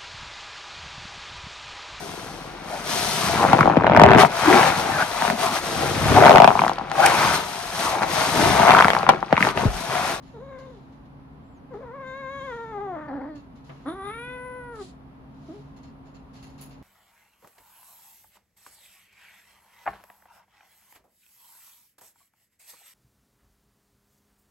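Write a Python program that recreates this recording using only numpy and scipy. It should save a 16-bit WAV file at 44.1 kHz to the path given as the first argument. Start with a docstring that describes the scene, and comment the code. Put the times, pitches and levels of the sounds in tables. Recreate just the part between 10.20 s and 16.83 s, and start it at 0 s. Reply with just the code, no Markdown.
"""Kittens wrestling in a wire pen

Close by, in a small humming room, the pinned kitten mews, draws out a meow that sinks to a growl,
yowls into a short hiss and grunts. Its voice is the harmonics of rough vocal folds, shaped by throat
and mouth. Fur brushes the bedding, paws strike the floor and the bumped bars rattle."""
import sys
import numpy as np
from scipy import signal
from scipy.fft import rfft, irfft, next_fast_len
from scipy.io import wavfile
from scipy.ndimage import uniform_filter1d

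SR = 44100
rng = np.random.default_rng(int(sys.argv[2]) if len(sys.argv) > 2 else 0)


def pcm_store(signal):
    """Save signal as 16-bit PCM."""
    levels = np.round(np.clip(np.atleast_2d(signal), -1, 1) * 32767)
    wavfile.write(sys.argv[1], SR, levels.astype(np.int16).T)


N = 292267


def amp(db):
    """Decibels to gain."""
    return 10 ** (np.asarray(db) / 20)


def unit_rms(x):
    """Scales to rms 1."""
    return x / np.sqrt(np.mean(abs(x) ** 2) + 1e-20)


def curve(points, hz):
    """Reads a curve on a log-frequency axis."""
    f, value = np.transpose(points)
    return np.interp(np.log(hz + 1), np.log(f + 1), value)


def add(mix, s, sound):
    """Adds a sound into the mix at time s."""
    part = mix[..., max(round(s * SR), 0):][..., :sound.shape[-1]]
    part += sound[..., :part.shape[-1]]


def noise(size, gain):
    """Noise of rms 1 whose spectrum is gain(Hz)."""
    n = next_fast_len(size)
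    return unit_rms(irfft(rfft(rng.standard_normal(n)) * gain(np.fft.rfftfreq(n, 1 / SR)), n)[:size])


def wobble(size, hz):
    """Random drift up to a rate of hz."""
    return noise(size, lambda f: 1 / (1 + (f / hz) ** 4))


def peak(f, hz, width):
    """A resonant bump of height 1 around hz."""
    return 1 / (1 + (2 * (f - hz) / width) ** 2)


# The machine's low drones. Each row: centre in Hz, level in dB, width in Hz.
DRONES = [(61.5, -72, 38), (139.9, -54.5, 11.3)]
# The colour of the room tone. Each row: frequency in Hz, relative level in dB.
AIR_COLOUR = [(20, -23.5), (60, -4.5), (100, -14), (135, -5), (180, -10), (250, -7.5), (310, -17),
              (500, -21.5), (1000, -22.5), (1500, -33), (4500, -49.5), (7000, -61.5), (11500, -56.5),
              (13500, -67)]
# How alike the room sounds left and right. Each row: frequency in Hz, likeness from -1 to 1.
STEREO_LIKENESS = [(60, 0.91), (290, 0.67), (640, 0.13), (1400, -0.12)]


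def machine_hum(note_hz=267.9, note_db=-55.5, swell_db_per_s=.5, waver=0.00794, air_db=-49):
    """A machine's slightly wavering note and low drones over the rush of its air."""
    drones = sum(amp(db) * noise(N, lambda f: peak(f, hz, width)) for hz, db, width in DRONES)
    turns = np.cumsum(note_hz * (1 + waver * wobble(N, 5.55))) / SR
    note = amp(note_db + swell_db_per_s * np.arange(N) / SR) * unit_rms(np.sin(2 * np.pi * turns))
    f = np.fft.rfftfreq(N, 1 / SR)
    alike = curve(STEREO_LIKENESS, f)
    mid, side = rfft(rng.standard_normal((2, N))) * amp(curve(AIR_COLOUR, f))
    side = side * np.sqrt((1 - alike) / (0.91 + alike))
    mid, side = irfft(mid, N), irfft(side, N)
    return note + drones + amp(air_db) * np.array([mid + side, mid - side]) / mid.std()


# The room's short tail. Each row: frequency in Hz, seconds to fall 60 dB.
ROOM_DECAY = [(1000, 0.12), (12000, 0.013)]


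def room(x, gap_s=0.00441, size=22000):
    """Sparse reflections from close walls; the treble dies first and the bass is nearly mono."""
    taps = rng.choice([-1., 1.], (2, size)) * (rng.random((2, size)) < .08)
    taps *= np.arange(size) > gap_s * SR
    hz, t, (left, other) = signal.stft(taps, SR, nperseg=256)
    alike = curve(STEREO_LIKENESS, hz)[:, None]
    right = alike * left + np.sqrt(1 - alike ** 2) * other
    decay = amp(-60 * t / curve(ROOM_DECAY, hz)[:, None])
    tail = signal.istft(np.array([left, right]) * decay, SR, nperseg=256)[1]
    tail /= np.linalg.norm(tail, axis=1, keepdims=True)
    return signal.fftconvolve(x, tail, axes=1)[:, :N]


def stroke(row, rise_s, colour, grain_db=2.5, bite=0.63):
    """A swell of tiny fibre slips that dies away; bite makes harder strokes brighter."""
    s, db, fall_s = row
    t = np.arange(-3 * rise_s, 6 * fall_s, 1 / SR)
    swell = np.where(t < 0, np.exp(-(t / rise_s) ** 2), np.exp(-t / fall_s))
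    grains = unit_rms(amp(grain_db * wobble(len(t), 450)))
    gain = lambda f: amp(curve(colour, f) + bite * (db + 60) * np.log2(1 + f / 1000))
    return s + t[0], amp(db) * swell * grains * np.array([noise(len(t), gain) for _ in range(2)])


# The notes the bars ring with. Each row: frequency in Hz, lift over the clatter in dB.
BAR_MODES = [(2720, 10.5), (4170, 9), (4480, 16), (5210, 13.5), (6220, 13), (6770, 17), (7130, 11.5),
             (10380, 16), (10700, 16)]
# The clatter of the mesh. Each row: frequency in Hz, relative level in dB.
MESH_COLOUR = [(1200, 1), (4500, -2), (5600, -8), (7000, -5.5), (9000, -16.5), (11000, -10), (13300, -21),
               (15000, -21.5)]


def rattle(row, attack_s=.007, chatter_db=2.5, width_hz=34, ring_t60=0.25):
    """Many like bars chatter in their joints and ring in narrow bands; hard knocks add a high ping."""
    s, db, ping_db = row
    t = np.arange(0, .4, 1 / SR)
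    bars = lambda f: 1 + sum(amp(lift) * peak(f, hz, width_hz) for hz, lift in BAR_MODES)
    colour = lambda f: bars(f) * amp(curve(MESH_COLOUR, f) + ping_db / (1 + (8500 / (f + 1)) ** 6))
    shake = (1 - np.exp(-t / attack_s)) * amp(chatter_db * wobble(len(t), 200) - 60 * t / ring_t60)
    out = shake * np.array([noise(len(t), colour) for _ in range(2)])
    return s - attack_s / 2, amp(db) * out / out[:, t < .04].std()


# Fur and claws brushing, bodies sliding, paws landing.
# Each row: peak time in seconds, level in dB, decay time in seconds.
FUR_BRUSHES = [(0.03, -64.5, 0.13), (0.728, -68.5, 0.037), (.86, -69.5, 0.0085), (1.539, -68, 0.095),
               (3.362, -65.5, 0.038), (3.449, -64, 0.25), (4.561, -55.5, 0.0032), (6.14, -61.5, 0.12),
               (6.39, -62, 0.11)]
BODY_SLIDES = [(0.5, -68, 0.2), (2.34, -64, 0.17), (5.35, -64.5, 0.12), (6.26, -71, 0.22)]
PAW_PATS = [(3.499, -39.5, 0.0041), (3.512, -61, 0.24)]
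# Crisp bedding and dull floor. Each row: frequency in Hz, relative level in dB.
BEDDING_COLOUR = [(700, -15), (1700, 0.5), (4000, 8), (5500, 3.5), (6900, 3), (9000, -8), (11000, 1.5),
                  (13300, -22)]
FLOOR_COLOUR = [(150, -7), (420, 7), (900, 5), (2900, -5.5), (7000, -39)]
# Bumps against the bars. Each row: time in seconds, level in dB, lift of the high ping in dB.
BAR_BUMPS = [(0.067, -65, -11), (0.386, -60.5, -5), (3.152, -60.5, -9), (5.563, -63.5, -6),
             (5.631, -61, -11), (5.852, -67, -11), (5.943, -62, -9), (6.155, -60.5, -7), (6.228, -56, 4.5),
             (6.293, -66, 5), (6.381, -59, -3.5), (6.41, -48.5, 23), (6.507, -60.5, -14)]


def wrestling():
    """The kittens rub the bedding, strike the floor and bump the bars."""
    mix = np.zeros((2, N))
    for row in FUR_BRUSHES:
        add(mix, *stroke(row, rise_s=0.007, colour=BEDDING_COLOUR, grain_db=-0.5))
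    for row in BODY_SLIDES:
        add(mix, *stroke(row, rise_s=0.17, colour=BEDDING_COLOUR))
    for row in PAW_PATS:
        add(mix, *stroke(row, rise_s=0.0045, colour=FLOOR_COLOUR, bite=0))
    for row in BAR_BUMPS:
        add(mix, *rattle(row))
    return mix


# A thin whistle before the meow. Each row: time in seconds, pitch in Hz, level in dB.
WHISTLE_GLIDE = [(1.24, 7500, -83), (1.32, 7750, -82.5), (1.379, 6340, -73), (1.406, 5100, -95)]


def nose_whistle():
    """A faint falling whistle of air through a kitten's nose."""
    s, hz, db = np.transpose(WHISTLE_GLIDE)
    t = np.arange(s[0], s[-1], 1 / SR)
    turns = np.cumsum(np.interp(t, s, hz) * (1 + .008 * wobble(len(t), 300))) / SR
    return s[0], amp(np.interp(t, s, db)) * np.sin(2 * np.pi * turns)


# The hiss that ends the yowl. Each row: time in seconds, level in dB.
HISS_SWELL = [(4.519, -74), (4.625, -50.5), (4.701, -59.5), (4.78, -85)]
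# Its bright edge. Each row: frequency in Hz, relative level in dB.
HISS_SPECTRUM = [(1500, -6), (4300, 8.5), (6000, -1), (7200, 3.5), (10000, -1), (12000, -22)]


def hiss():
    """Air rushes through the mouth as the voice stops."""
    s, db = np.transpose(HISS_SWELL)
    t = np.arange(s[0], s[-1], 1 / SR)
    rush = np.array([noise(len(t), lambda f: amp(curve(HISS_SPECTRUM, f))) for _ in range(2)])
    return s[0], rush * amp(np.interp(t, s, db))


# The vowel brightens as the mouth opens.
# Each row: opening from 0 to 1, then jaw and mouth levels in dB over the chest tone.
VOWEL_BALANCE = [(0, -24, -26.5), (.3, -1, -16.5), (.6, 3.5, -6), (1, -4, 8)]


def vowel(loudness, gape):
    """Shares the loudness among chest, jaw and mouth by how far the mouth is open."""
    steps, *lifts = np.transpose(VOWEL_BALANCE)
    over = np.array([np.zeros(len(gape))] + [np.interp(gape, steps, lift) for lift in lifts])
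    return loudness + over - 10 * np.log10((amp(over) ** 2).sum(0))


# The throat rings as it tightens. Each row: time in seconds, centre in Hz, relative level in dB.
THROAT_RING = [(.3, 3660, -69), (1.8, 3620, -80), (1.88, 3680, -57), (2.05, 3780, -62), (2.21, 3440, -53.5),
               (2.47, 3510, -66.5), (3.1, 3310, -77), (3.65, 3608, -65), (3.685, 3580, -48),
               (3.775, 3600, -66.5), (3.885, 3620, -50), (3.92, 3470, -57), (4.13, 3500, -55.5),
               (4.24, 3456, -80), (4.6, 3480, -84)]
# Width relative to centre for each resonance: chest, jaw, mouth, nose, throat, upper, squeak.
RESONANCE_WIDTHS = [1, 0.69, 0.6, 0.24, 0.15, 0.2, 0.094]


def vocal_tract(t, partial_hz, loudness, gape, jaw_hz, jaw_follow=0.37, jaw_db=0, mouth_db=0,
                nose_hz=2180, nose_follow=0.6, nose_swing=0, nose_db=-8, upper_hz=6650, upper_db=-11,
                squeak_hz=9980, squeak_swell=None, skirt=1.117, chest_hz=372, mouth_hz=1463):
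    """Seven moving resonances give each harmonic its strength and phase."""
    chest, jaw, mouth = vowel(loudness, gape)
    jaw, mouth = jaw + jaw_db, mouth + mouth_db
    when, *ring = np.transpose(THROAT_RING)
    throat_hz, throat = [np.interp(t, when, column) for column in ring]
    squeak = throat - 23 if squeak_swell is None else np.interp(t, *np.transpose(squeak_swell))
    levels = [chest, jaw, mouth, mouth + nose_db, throat, throat + upper_db, squeak]
    # the jaw closes as the pitch sinks, and its resonance drops with it
    shift = (partial_hz[0] / 480) ** jaw_follow
    nose = nose_hz * shift ** nose_follow * (1 + nose_swing * (gape - .5))
    centres = [chest_hz, jaw_hz * shift, mouth_hz * shift ** 0.47, nose, throat_hz, upper_hz, squeak_hz]
    power, lag = 0, 0
    for centre, width, db in zip(centres, RESONANCE_WIDTHS, levels):
        detuning = 2 * (partial_hz - centre) / (width * centre)
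        shape = (1 + detuning ** 2) ** (-2 * skirt)
        lag = lag + 2 * np.arctan(detuning)  # each resonance rings on after the pulse
        power = power + shape / shape.sum(0) * amp(db) ** 2
    return np.sqrt(2 * power) * np.exp(-1j * lag)


# The folds start rough, settle, and rattle when slack. Each row: time in seconds, roughness from 0 to 1.
FOLD_ROUGHNESS = [(.18, .65), (.24, .45), (1.51, .6), (1.55, .8), (1.62, 1), (1.665, .4), (1.82, .22),
                  (1.88, .09), (2.25, .11), (2.58, .25), (2.64, .17), (2.73, .25), (2.795, .85),
                  (2.85, .25), (2.895, .9), (3.075, .95), (3.11, .18), (3.66, .6), (3.73, .55), (3.78, .18),
                  (3.89, .26), (4.03, .045), (4.5, .08), (4.62, .35)]
# The pen's floor and walls make gliding harmonics swell and fade. Each row: frequency in Hz, gain in dB.
PEN_EQ = [(280, 3.5), (400, 2.5), (480, 1), (565, 0.5), (630, 4), (740, 7), (930, -3), (1110, 0.5),
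          (1250, 2.5), (1420, 0), (1620, -2.5), (1850, -0.5), (2200, -1), (2600, -3.5), (3000, -0.5)]
# The voice at the two microphone ports.
# Each row: frequency in Hz, left minus right in dB, left's phase lead in radians.
VOICE_IMAGE = [(300, -1, 0), (690, 3.5, 0.49), (1470, 3, 0.11), (2400, 3, 1.2), (3300, -5, 1.93),
               (9000, -0.5, 1.3)]


def call(melody, mouth, gain_db=0, quaver=0.004, jitter=0.042, shimmer=0.17, doubling=0.3,
         breath=0.68, scatter=.28, **tract):
    """Harmonics of the vocal folds pass the throat; roughness shakes their pitch and strength."""
    s, pitch, db = np.transpose(melody)
    t = np.arange(s[0], s[-1], 1 / SR)
    hz = uniform_filter1d(np.interp(t, s, pitch), 600) * (1 + quaver * wobble(len(t), 12))
    rough = np.interp(t, *np.transpose(FOLD_ROUGHNESS))
    turns = np.cumsum(hz * (1 + jitter * rough * wobble(len(t), 66) + 0.004 * wobble(len(t), 30))) / SR
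    slow = slice(None, None, 100)  # the timbre moves at a slower control rate
    ticks = t[slow]
    gape = np.interp(ticks, *np.transpose(mouth))
    orders = np.arange(1, int(11500 / hz.min()))
    partial_hz = orders[:, None] * hz[slow]
    heights = vocal_tract(ticks, partial_hz, np.interp(ticks, s, db) + gain_db, gape, **tract)
    # rough folds alternate strong and weak pulses, which shakes the overtones
    flutter = shimmer * wobble(len(t), 120)
    alternation = doubling * wobble(len(t), 20) * np.cos(np.pi * turns)
    rasp = 1 + rough * (flutter + alternation)
    rasp /= np.sqrt(1 + rough ** 2 * (shimmer ** 2 + doubling ** 2 / 2))
    out, image = np.zeros((2, len(t))), np.array(VOICE_IMAGE)
    for order, f, height in zip(orders, partial_hz, heights):
        # turbulent air blurs each harmonic, the high ones most
        blur = breath * rough[slow] * (f / 1000) ** 0.97 + (f / 8500) ** 3
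        air = rng.standard_normal((len(ticks), 2)) @ [1, 1j] / np.sqrt(2)
        # rattling folds smear the overtones and leave the fundamental whole
        smear = np.exp(1j * scatter * (order - 1) * rough[slow] ** 3 * wobble(len(t), 70)[slow])
        tone = height * smear * amp(curve(PEN_EQ, f)) * (1 + blur * air) / np.hypot(1, blur)
        pan = amp(curve(image[:, :2], f) / 2) * np.exp(.5j * curve(image[:, ::2], f))
        stereo = np.array([np.interp(t, ticks, tone * pan), np.interp(t, ticks, tone / pan)])
        partial = (stereo * np.exp(2j * np.pi * order * turns)).real
        out += partial * (rasp if order > 1 else 1)
    fade = np.clip(np.minimum(t - s[0], s[-1] - t) / .008, 0, 1)
    return s[0], out * fade


# The melody of each call. Each row: time in seconds, pitch in Hz, relative level in dB.
MEW_MELODY = [(0.135, 506, -43), (0.184, 419, -44), (0.215, 509, -42), (0.255, 557.5, -44),
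              (.3, 531, -41.5), (.4, 524.5, -43.5), (0.5, 522.5, -47), (0.6, 352, -61)]
MEOW_MELODY = [(1.503, 475, -48), (1.525, 525, -42.5), (1.546, 403, -37.5), (1.58, 449.6, -42),
               (1.618, 539, -41), (1.655, 475.7, -41.5), (1.7, 456.6, -42.5), (1.761, 576, -39.5),
               (1.785, 537, -40.5), (1.815, 548.5, -37), (1.835, 513.5, -41), (2.001, 547.3, -38),
               (2.06, 524.3, -37.5), (2.175, 559.6, -36), (2.21, 534.4, -38), (2.255, 549.5, -36.5),
               (2.33, 460, -34.5), (2.36, 479.3, -38.5), (2.39, 454.5, -36.5), (2.48, 456.7, -38),
               (2.594, 390, -35.5), (2.628, 417.3, -36.5), (2.722, 364.4, -36), (2.782, 297.8, -37),
               (2.88, 299.3, -44)]
GROWL_MELODY = [(2.875, 296.7, -37.5), (2.909, 254.7, -40), (2.942, 294.5, -35.5), (2.998, 264.8, -38),
                (3.04, 268.7, -38.5), (3.1, 315.7, -41), (3.185, 282.3, -45.5), (3.215, 286, -69)]
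YOWL_MELODY = [(3.654, 238.5, -38.5), (3.683, 307, -31.5), (3.758, 388, -43.5), (3.79, 383.4, -40),
               (3.89, 410.3, -38.5), (3.964, 463.4, -42), (4.09, 501.3, -39), (4.36, 500.8, -39),
               (4.52, 477, -41.5), (4.58, 433.6, -42.5), (4.618, 383.5, -38), (4.665, 350, -63)]
GRUNT_MELODY = [(5.283, 344, -42.5), (5.305, 301, -42.5), (5.35, 420.4, -48.5), (5.42, 408, -55)]
# How the mouth moves in each call. Each row: time in seconds, opening from 0 to 1.
MEW_GAPE = [(.14, 0.48), (.195, 0.17), (.22, 0.32), (.34, 0.73), (.45, 0.63), (.56, 0.16)]
MEOW_GAPE = [(1.555, 0.21), (1.6, 0.12), (1.69, 0.45), (1.78, 0.47), (1.86, 0.8), (2.18, 0.69), (2.32, 0.7),
             (2.47, 0.52), (2.7, 0.36), (2.8, 0.7), (2.87, 0.7)]
GROWL_GAPE = [(2.9, 0.45), (2.95, 0.2), (3.06, 0.25), (3.17, .02)]
YOWL_GAPE = [(3.67, 0.27), (3.72, 0.22), (3.79, 0.38), (3.96, 0.86), (4.05, 0.81), (4.3, 0.53),
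             (4.53, 0.33), (4.6, 0.2), (4.64, 0.047)]
GRUNT_GAPE = [(5.285, 0.15), (5.33, 0.017)]
# The shrill top of the wide-mouthed yowl. Each row: time in seconds, relative level in dB.
YOWL_SQUEAK = [(3.65, -74), (3.69, -51.5), (3.77, -65.5), (3.89, -51), (3.97, -56.5), (4.025, -52),
               (4.08, -63.5), (4.25, -57), (4.52, -68)]


def pinned_kitten():
    """Five calls, each with its own mouth shape, plus the nose whistle and the hiss."""
    mix = np.zeros((2, N))
    add(mix, *call(MEW_MELODY, MEW_GAPE, quaver=0.00614, jaw_hz=754, jaw_db=-3.5, mouth_db=-3,
                   nose_hz=2000, nose_db=-7))
    add(mix, *call(MEOW_MELODY, MEOW_GAPE, gain_db=-1, quaver=.006, jaw_hz=923, jaw_db=0.5, mouth_db=3,
                   nose_hz=1950, nose_follow=0.42, squeak_hz=10400))
    add(mix, *call(GROWL_MELODY, GROWL_GAPE, gain_db=-1, jaw_hz=900, jaw_db=2.5, mouth_db=5.5,
                   nose_hz=1890, nose_follow=0.48, nose_db=1.5, upper_hz=4370, upper_db=3))
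    add(mix, *call(YOWL_MELODY, YOWL_GAPE, gain_db=-.5, quaver=0.002, jaw_hz=1160, jaw_follow=0.047,
                   jaw_db=1.5, mouth_db=2.5, nose_hz=2073, nose_swing=0.37, nose_db=-2,
                   upper_db=-26, skirt=1.16, squeak_swell=YOWL_SQUEAK))
    add(mix, *call(GRUNT_MELODY, GRUNT_GAPE, jaw_hz=745))
    add(mix, *nose_whistle())
    add(mix, *hiss())
    return mix


def scene(voice_send_db=-15, scuffle_send_db=-6):
    """The voice is near and dry; the scuffle spreads through the pen."""
    voice, scuffle = pinned_kitten(), wrestling()
    reflections = room(amp(voice_send_db) * voice + amp(scuffle_send_db) * scuffle)
    return voice + scuffle + reflections + machine_hum()


def record(dry, notch_hz=8550, cutoff_hz=15750):
    """The microphone has a narrow treble notch; a steep low-pass trims the very top."""
    f = np.fft.rfftfreq(N, 1 / SR)
    notch_db = -20 * np.exp(-((f - notch_hz) / 380) ** 2)
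    coloured = irfft(rfft(dry) * amp(notch_db), N)
    lowpass = signal.firwin(511, cutoff_hz, window=("kaiser", 9), fs=SR)
    return signal.oaconvolve(coloured, lowpass[None], "same")


dry = scene()
out = record(dry)
pcm_store(out)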